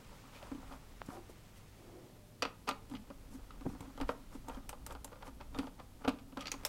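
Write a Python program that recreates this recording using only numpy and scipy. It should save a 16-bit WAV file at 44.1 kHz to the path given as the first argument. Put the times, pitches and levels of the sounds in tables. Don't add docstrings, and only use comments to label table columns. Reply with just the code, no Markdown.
import sys
import numpy as np
from scipy import signal
from scipy.fft import rfft, irfft, next_fast_len
from scipy.io import wavfile
from scipy.ndimage import map_coordinates

SR = 44100
rng = np.random.default_rng(int(sys.argv[2]) if len(sys.argv) > 2 else 0)


def inscribe(sig):
    pcm = np.round(np.clip(np.atleast_2d(sig).T, -1, 1) * 32767)
    wavfile.write(sys.argv[1], SR, pcm.astype(np.int16))


N = 294588

# t/s, ribs level/dB, then hollow body, board and steel tip level/dB re ribs
CONTACTS = [(0.427, -48.5, -17, 0, -23), (0.516, -38.5, 9.5, -15, -19), (0.548, -48, 14, -7, -20),
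            (0.58, -54, 16, -20, -25), (0.626, -43, -22, -40, -27), (0.641, -51, -8, -22, -25),
            (0.656, -62, -10, -13, -15), (0.723, -46.5, -8, -2, -13), (1.084, -41, 0, -22, -24),
            (1.102, -40, -20, -15, -22), (2.423, -24.5, -14, 3, -20), (2.427, -26.5, -15, -2, -21),
            (2.452, -28, -5.5, -4, -26), (2.673, -37, -20, -7, -23), (2.677, -31, -10, -4, -20),
            (2.682, -31.5, -7, -3, -16), (2.689, -25.5, -28, 1, -8.5), (2.711, -31.5, -5, -4.5, -25),
            (2.898, -57, -6, 2, 5), (2.913, -47, 9.5, -6, -18), (2.937, -37.5, 5, -13, -30),
            (2.952, -43.5, -7, -5, -25), (3.073, -56, 8, -16, -15), (3.102, -41, 4, -13, -27),
            (3.349, -57, 15, -13, 0), (3.391, -50, -7, -22, -19), (3.507, -49.5, -27, 1.5, -23),
            (3.609, -41, 0, -13, -17), (3.656, -51.5, 23, -27, -25), (3.664, -48, 22, -31, -29),
            (3.69, -53, -13, -6, -12), (3.749, -43, 2, -19, -26), (3.806, -43.5, 2.5, -5, 0),
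            (3.976, -40, -3, -9.5, -13), (4.001, -32.5, -4, -13.5, -22), (4.012, -28, -2, -8, -15.5),
            (4.03, -39, 0, -18, -25), (4.0905, -21.5, -7, -15, -45), (4.145, -62, 7, -9, -17),
            (4.351, -47.5, 15, -14, -18), (4.484, -35, -2, -13, -6.5), (4.496, -36, -11, -9, -26),
            (4.547, -51, -16, -7, -23), (4.569, -39, 5, -17, -27), (4.692, -36.5, -14, -2, 5.5),
            (4.728, -37.5, -21, -11.5, -30), (4.864, -40.5, -9, -1.5, 8), (4.907, -36.5, -3, -12, -17),
            (4.923, -44, -9, -5, 0), (4.95, -35.5, -10, -13, -30), (5.045, -40, -8, -4.5, 8),
            (5.077, -50.5, -16, -3.5, -25), (5.128, -41.5, -20, -12, -27), (5.157, -46, -16, -12, -29),
            (5.224, -38, -20, -12, -28), (5.26, -51, -6, -7, -13), (5.278, -42.5, 1.5, -10, -11),
            (5.41, -38, -28, -9, -28), (5.546, -35.5, -18, -14, -32), (5.561, -38.5, 4, -22, -23),
            (5.577, -43, -8, -7, -14), (5.587, -30, 6, -2.5, -10.5), (5.669, -40.5, -3, -6.5, -21),
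            (5.779, -55, -11, -20, -28), (5.79, -48, -16, -11, -22), (5.799, -41, -12, -11, -30),
            (6.048, -29, -4, -10, -33), (6.077, -20.5, 0, -13.5, -31), (6.081, -32.5, 7, 3, -9),
            (6.092, -37, -3, 2, -12), (6.138, -54, 15, -15, -20), (6.187, -48.5, -25, -2, -24),
            (6.194, -50, -20, -10, -24), (6.324, -49, 5, -11, -17), (6.372, -30.5, -4.5, -12.5, -19),
            (6.374, -47, -14, -6, -8), (6.409, -54, -21, 12, 9), (6.414, -56, -20, 12, 6),
            (6.422, -50, -18, 2, -8), (6.456, -48.5, -19, 10, -12), (6.469, -54, -24, 17, 10),
            (6.478, -54, -34, 14, -2), (6.517, -36, -13, 4, 5.5), (6.539, -38.5, -2, -4, -22),
            (6.61, -47, -17, -15, -19), (6.634, -44, 0, -6, -12), (6.65, -31, -32, -0.5, 9),
            (6.663, -44, -20, 5, 12)]
CHATTER_LEVELS = [
    [-34.5],
    [-32],
    [-24.5],
    [-24],
    [-26],
]
CRUNCH_DECAYS = [
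    [.001],
    [0.0046],
]
# f/Hz, width/Hz, level/dB
BENCH_MODES = [(62, 13, -3.5), (130, 164, -5)]
HOLLOW_MODES = [(203.5, 13.2, 0), (267.5, 27.9, 8.5), (295, 76, -6.5)]
RIB_MODES = [(476, 104, -0.5), (579, 69, 3.5), (786, 244, 1), (1000, 258, 2), (1205, 88, 3.5),
             (1354, 202, -0.5), (1640, 590, -9)]
BOARD_MODES = [(2040, 430, -1.5), (2533, 212, 4.5), (2875, 480, 2), (3680, 980, -1.5), (4126, 420, 0),
               (4690, 420, -4), (5690, 1300, -10)]
TIP_MODES = [(6960, 2400, 1), (8930, 2450, 2), (11060, 1050, 1), (12760, 1200, 1), (14100, 2800, -4.5)]
SCREW_MODES = [(3440, 170, -0.5), (4640, 890, -5.5), (5700, 370, 2), (6260, 330, -10), (6650, 410, -1),
               (7030, 950, -5)]
# f/Hz, width/Hz, level/dB
SLEEVE_MODES = [(340, 69, 7), (586, 260, -0.5), (776, 290, -1.5)]
# t/s, level/dB, f/Hz
RIB_KNOCKS = [(0.428, -40, 610), (2.422, -21.5, 1237), (2.451, -25, 1230), (2.688, -19.5, 1248),
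              (2.711, -28, 1000), (3.102, -41, 554), (3.506, -38, 1274), (4.091, -26.5, 602),
              (4.483, -33.5, 900), (4.729, -34.5, 835), (5.408, -39, 940), (5.67, -38, 873),
              (6.047, -31, 457), (6.076, -25.5, 467), (6.37, -32, 1004), (6.54, -32, 1050)]
# t/s, level/dB, brightest ring f/Hz
SCREW_CLINKS = [(2.4223, -20, 4640), (2.689, -26, 4250), (2.71, -37, 3900), (2.897, -53, 3270),
                (2.9526, -47, 3250), (4.5461, -45.5, 3220), (5.226, -46, 3160), (5.548, -44, 3700),
                (5.7972, -53, 3440), (6.4074, -32, 3270), (6.4214, -38, 5640), (6.457, -35, 4330),
                (6.4707, -27.5, 4370), (6.481, -29, 4770), (6.5169, -17.5, 6650), (6.6501, -19, 5470)]
# t/s, level/dB, f/Hz, width/Hz
DRY_PULSES = [(1.0175, -28, 1000, 1120), (1.0879, -33.5, 170, 220), (1.297, -40.5, 390, 250),
              (3.6650, -24.5, 214, 303), (3.690, -38, 130, 110), (3.806, -40, 130, 110),
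              (4.02, -45, 59, 30), (4.910, -54, 62, 25), (5.573, -45, 58, 29.8), (6.074, -47, 59.5, 30)]
# middle t/s, length t/s, grit level/dB,
# place (0 hollow body, 1 ribs, 2 board; in between or beyond allowed), skin hiss level/dB
SCUFF_STROKES = [(0.127, 0.04, -57, 1.13, -86), (0.363, 0.088, -53, 1.56, -68.5),
                 (0.464, 0.17, -57.5, 1, -71), (0.722, 0.14, -54, .8, -71), (1.064, 0.022, -63, .05, -62.5),
                 (1.133, 0.13, -52, 0.75, -66), (1.303, 0.037, -71, .5, -66), (1.574, 0.052, -66, 1.9, -68),
                 (2.93, 0.076, -51.5, 0.2, -69), (2.959, 0.034, -54.5, 1.92, -86),
                 (3.341, 0.084, -51.5, .05, -66), (3.703, 0.13, -51.5, .02, -69),
                 (3.838, 0.078, -50, 0.44, -74), (4.102, 0.065, -60, 2.2, -62.5),
                 (4.346, 0.082, -57.5, 1.02, -67), (4.532, 0.16, -55, 0.91, -71),
                 (4.912, 0.064, -48.5, 0.64, -67), (5.124, .02, -56, 1, -80), (5.22, .04, -58, 1, -80),
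                 (5.271, 0.059, -52, 1.1, -67), (5.408, 0.026, -50, 0.68, -82),
                 (5.612, 0.2, -47.5, 0.51, -69), (5.799, 0.027, -48.5, 0.77, -84),
                 (6.027, 0.074, -55, 0.65, -79), (6.048, 0.013, -52, 1.2, -76),
                 (6.09, 0.028, -45, 1.4, -57), (6.397, 0.024, -56, 1.3, -73),
                 (6.427, 0.083, -52.5, 1.5, -83), (6.464, 0.019, -51, 1.4, -78),
                 (6.482, 0.048, -51.5, 1.5, -75)]
# middle t/s, length t/s, level/dB
ARM_SWISHES = [(1.164, 0.12, -54), (1.302, 0.033, -57.5), (1.948, 0.46, -58), (2.21, 0.25, -73),
               (3.665, 0.034, -42)]
# middle t/s, length t/s, level/dB, f/Hz
THIN_TONES = [(1.134, 0.046, -53, 730), (1.16, .09, -56, 340), (1.18, .04, -61, 760),
              (2.2, 0.48, -70.5, 598), (2.798, 0.19, -66, 454), (2.998, 0.11, -56.5, 215),
              (4.933, 0.26, -53.5, 61), (5.557, .03, -61, 3600), (6.416, 0.028, -49, 1236),
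              (6.459, 0.053, -52.5, 1280)]
# t/s, hollow body drag level/dB, rib drag level/dB, skin and cloth rustle level/dB
RUB_LEVELS = [(0.0, -65, -61, -60.5), (0.63, -66, -58.5, -61), (0.76, -68.5, -64.5, -63),
              (1.64, -75, -67.5, -64.5), (1.93, -65, -68, -65), (2.27, -78, -71.5, -72),
              (2.98, -68, -66, -68.5), (3.39, -63, -67.5, -67), (3.89, -55.5, -61.5, -64),
              (4.26, -62.5, -67, -66), (5.0, -64, -64.5, -73), (6.05, -68, -73, -71), (6.23, -57, -70, -81),
              (6.42, -61, -66, -74), (6.55, -60, -64, -61), (6.68, -60, -55, -63)]
# f/Hz, level/dB per Hz
RUSTLE_SPECTRUM = [(800, -2.5), (2000, -0.5), (4000, -6.5), (8000, -10.5), (12000, -27), (16000, -13.5)]
SKIN_SPECTRUM = [(3000, -6), (5500, 6.5), (8000, 4), (12000, 3), (16000, -12)]
AIR_SPECTRUM = [(72, -4), (100, 6), (200, 1.5), (400, -6), (800, -14), (1600, -22), (3200, -21),
                (6300, -24), (12000, -24.5), (16000, -29)]
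# f/Hz, time to fall 60 dB t/s
ROOM_T60 = [(200, 0.27), (1000, 0.32), (2500, 0.26), (6000, 0.19), (16000, 0.15)]
# t/s, level/dB
RUMBLE_LEVELS = [(0.0, -62), (0.05, -55), (0.18, -63), (0.65, -54), (2.16, -65), (3.66, -50.5), (3.93, -59),
                 (4.04, -42.5), (4.17, -58), (4.54, -48.5), (5.14, -60), (5.6, -46), (5.64, -57.5),
                 (6.68, -58)]

BENCH_DB, BENCH_FOLLOWS = -13.5, 0.76
CHATTER_S = 0.0098
REACH_DB = 14
TOP_HZ = 15850


def taps():
    force = np.zeros((5, N + SR))
    t = np.arange(SR // 8) / SR
    lasting = np.array([[.5], [.8], [1.1], [.9], [.6]])
    blow = np.hanning(24) / np.hanning(24).sum()
    for s, db, hollow_db, board_db, tip_db in CONTACTS:
        unevenness_db = 4.94 * rng.standard_normal(len(t))
        slips = rng.standard_normal(len(t)) * amp(unevenness_db + np.array(CHATTER_LEVELS))
        push = slips * np.exp(-t / (lasting * CHATTER_S)) * (1 - np.exp(-t / 0.00026))
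        push[:3, :24] += blow
        crunch = rng.standard_normal(len(t)) * np.exp(-t / np.array(CRUNCH_DECAYS))
        push[3:] += 1.5 * crunch / np.linalg.norm(crunch, axis=1, keepdims=True)
        bench_db = BENCH_DB + BENCH_FOLLOWS * hollow_db
        shares = amp(db + np.array([[bench_db], [hollow_db], [0], [board_db], [tip_db]]))
        force[:, round(s * SR):][:, :len(t)] += shares * push
    modes_of_bodies = (BENCH_MODES, HOLLOW_MODES, RIB_MODES, BOARD_MODES, TIP_MODES)
    trims_db = (-2.0, -7, -2.5, -1, -1.0)
    bodies = zip(force[:, :N], modes_of_bodies, trims_db)
    return sum(amp(db) * struck(f, modes) for f, modes, db in bodies)


def rib_knocks():
    return rings(RIB_KNOCKS, cycles=32.0, level_db=-3.5)


def clinks():
    force = np.zeros(N + SR)
    t = np.arange(SR // 16) / SR
    for s, db, _ in SCREW_CLINKS:
        crunch = rng.standard_normal(len(t)) * np.exp(-t / 0.003)
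        force[round(s * SR):][:len(t)] += amp(db - 6.0) * crunch / np.linalg.norm(crunch)
    return struck(force[:N], SCREW_MODES) + rings(SCREW_CLINKS, cycles=52, level_db=-4)


def pulses():
    return sum(-amp(db) * struck(np.arange(N) == round(s * SR), [(hz, width, 0)])
               for s, db, hz, width in DRY_PULSES)


def scuffs():
    strokes = 0
    for s, length, db, place, skin_db in SCUFF_STROKES:
        body_db = db - REACH_DB * np.abs(np.arange(3) - place)
        strokes = strokes + amp([*body_db, skin_db])[:, None] * swell(s, length)
    grit = grains(3.26)
    voices = [unit(struck(grit, modes)) for modes in (HOLLOW_MODES, RIB_MODES, BOARD_MODES)]
    voices.append(noise(SKIN_SPECTRUM, grain_db=1.5))
    return np.sum(strokes * voices, axis=0)


def tones():
    t = np.arange(N) / SR
    waver = .5 * wobble(30)
    return sum(amp(db + 2.5) * swell(s, length) * np.sin(2 * np.pi * hz * t + waver)
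               for s, length, db, hz in THIN_TONES)


def swishes():
    envelope = sum(amp(db) * swell(s, length) for s, length, db in ARM_SWISHES)
    return envelope * unit(struck(grains(0.74), SLEEVE_MODES))


def hands():
    hollow_db, ribs_db, rustle_db = curves(RUB_LEVELS)
    hollow_drag = amp(hollow_db - 3.5) * unit(struck(grains(4.5), HOLLOW_MODES))
    rib_drag = amp(ribs_db - 5) * unit(struck(grains(3.1), RIB_MODES))
    drag = amp(1.6 * wobble(25)) * (hollow_drag + rib_drag)
    rustle = amp(rustle_db - 3.5 + 0.57 * wobble(29.5)) * noise(RUSTLE_SPECTRUM, grain_db=0.5)
    return drag + rustle


def room(x, count=5):
    hz, t, z = signal.stft(rng.standard_normal((count, SR // 2)), SR, nperseg=256)
    decay = amp(-60 * t / along(ROOM_T60, hz)[:, None])
    tails = signal.istft(z * decay, SR, nperseg=256)[1]
    turns = np.arange(N) // (SR // 8) % count == np.arange(count)[:, None]
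    delayed = np.pad(x * turns, ((0, 0), (200, 0)))
    answer = signal.fftconvolve(delayed, tails / np.linalg.norm(tails[0]), axes=1)
    return answer.sum(axis=0)[:N]


def background():
    hum_phase = 2 * np.pi * 100.5 * np.arange(N) / SR + 0.41 * wobble(4.4)
    hum = amp(-66.0 + 0.53 * wobble(2.98)) * np.sin(hum_phase)
    floor = struck(rng.standard_normal(N), [(23.2, 19.6, -1.5), (60.3, 15.6, -4)])
    rumble = amp(curves(RUMBLE_LEVELS)[0]) * unit(floor)
    hiss = amp(-60) * noise(AIR_SPECTRUM, grain_db=0.5)
    return hiss + hum + rumble


def struck(force, modes):
    def ring(f):
        peaks = 0
        for k, (center, width, db) in enumerate(modes):
            damping = 1j * f * abs(width)
            peaks = peaks + (-1) ** k * amp(db) * damping / (center * center - f * f + damping)
        return peaks / (1 + 1j * f / (1.94 * modes[-1][0])) ** 2
    return filtered(force, ring) / np.abs(filtered(np.arange(N) == 0, ring)).max()


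def rings(rows, cycles, level_db):
    out = np.zeros(N + SR)
    t = np.arange(SR // 8) / SR
    onset = 1 - np.exp(-t / 0.00043)
    for s, db, hz in rows:
        decay = amp(db + level_db - 60 * t * hz / cycles)
        out[round(s * SR):][:len(t)] += decay * np.sin(2 * np.pi * hz * t) * onset
    return out[:N]


def swell(s, length):
    return np.cos(np.pi * np.clip((np.arange(N) / SR - s) / length, -.5, .5))


def grains(grain_db):
    return amp(grain_db * wobble(300)) * rng.standard_normal(N)


def noise(spectrum, grain_db):
    return unit(filtered(grains(grain_db), lambda hz: amp(along(spectrum, hz))))


def wobble(rate):
    knots = rng.standard_normal(int(N * rate / SR) + 4)
    return map_coordinates(knots, [np.arange(N) * rate / SR])


def curves(rows):
    s, *cols = np.transpose(rows)
    return [np.interp(np.arange(N) / SR, s, c) for c in cols]


def along(points, hz):
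    f, v = np.transpose(points)
    return np.interp(np.log(hz + 1), np.log(f + 1), v)


def filtered(x, response):
    m = next_fast_len(N + SR // 2)
    return irfft(rfft(x, m) * response(np.fft.rfftfreq(m, 1 / SR)), m)[:N]


def unit(x):
    return x / np.sqrt(np.mean(x ** 2) + 1e-20)


def amp(db):
    return 10 ** (np.asarray(db) / 20)


def scene():
    near = taps() + rib_knocks() + clinks() + scuffs() + swishes() + tones()
    return (near + amp(-13) * room(near) + pulses() + hands() + background())[None]


def record(dry):
    return filtered(dry[0], lambda hz: hz < TOP_HZ)[None]


dry = scene()
out = record(dry)
inscribe(out)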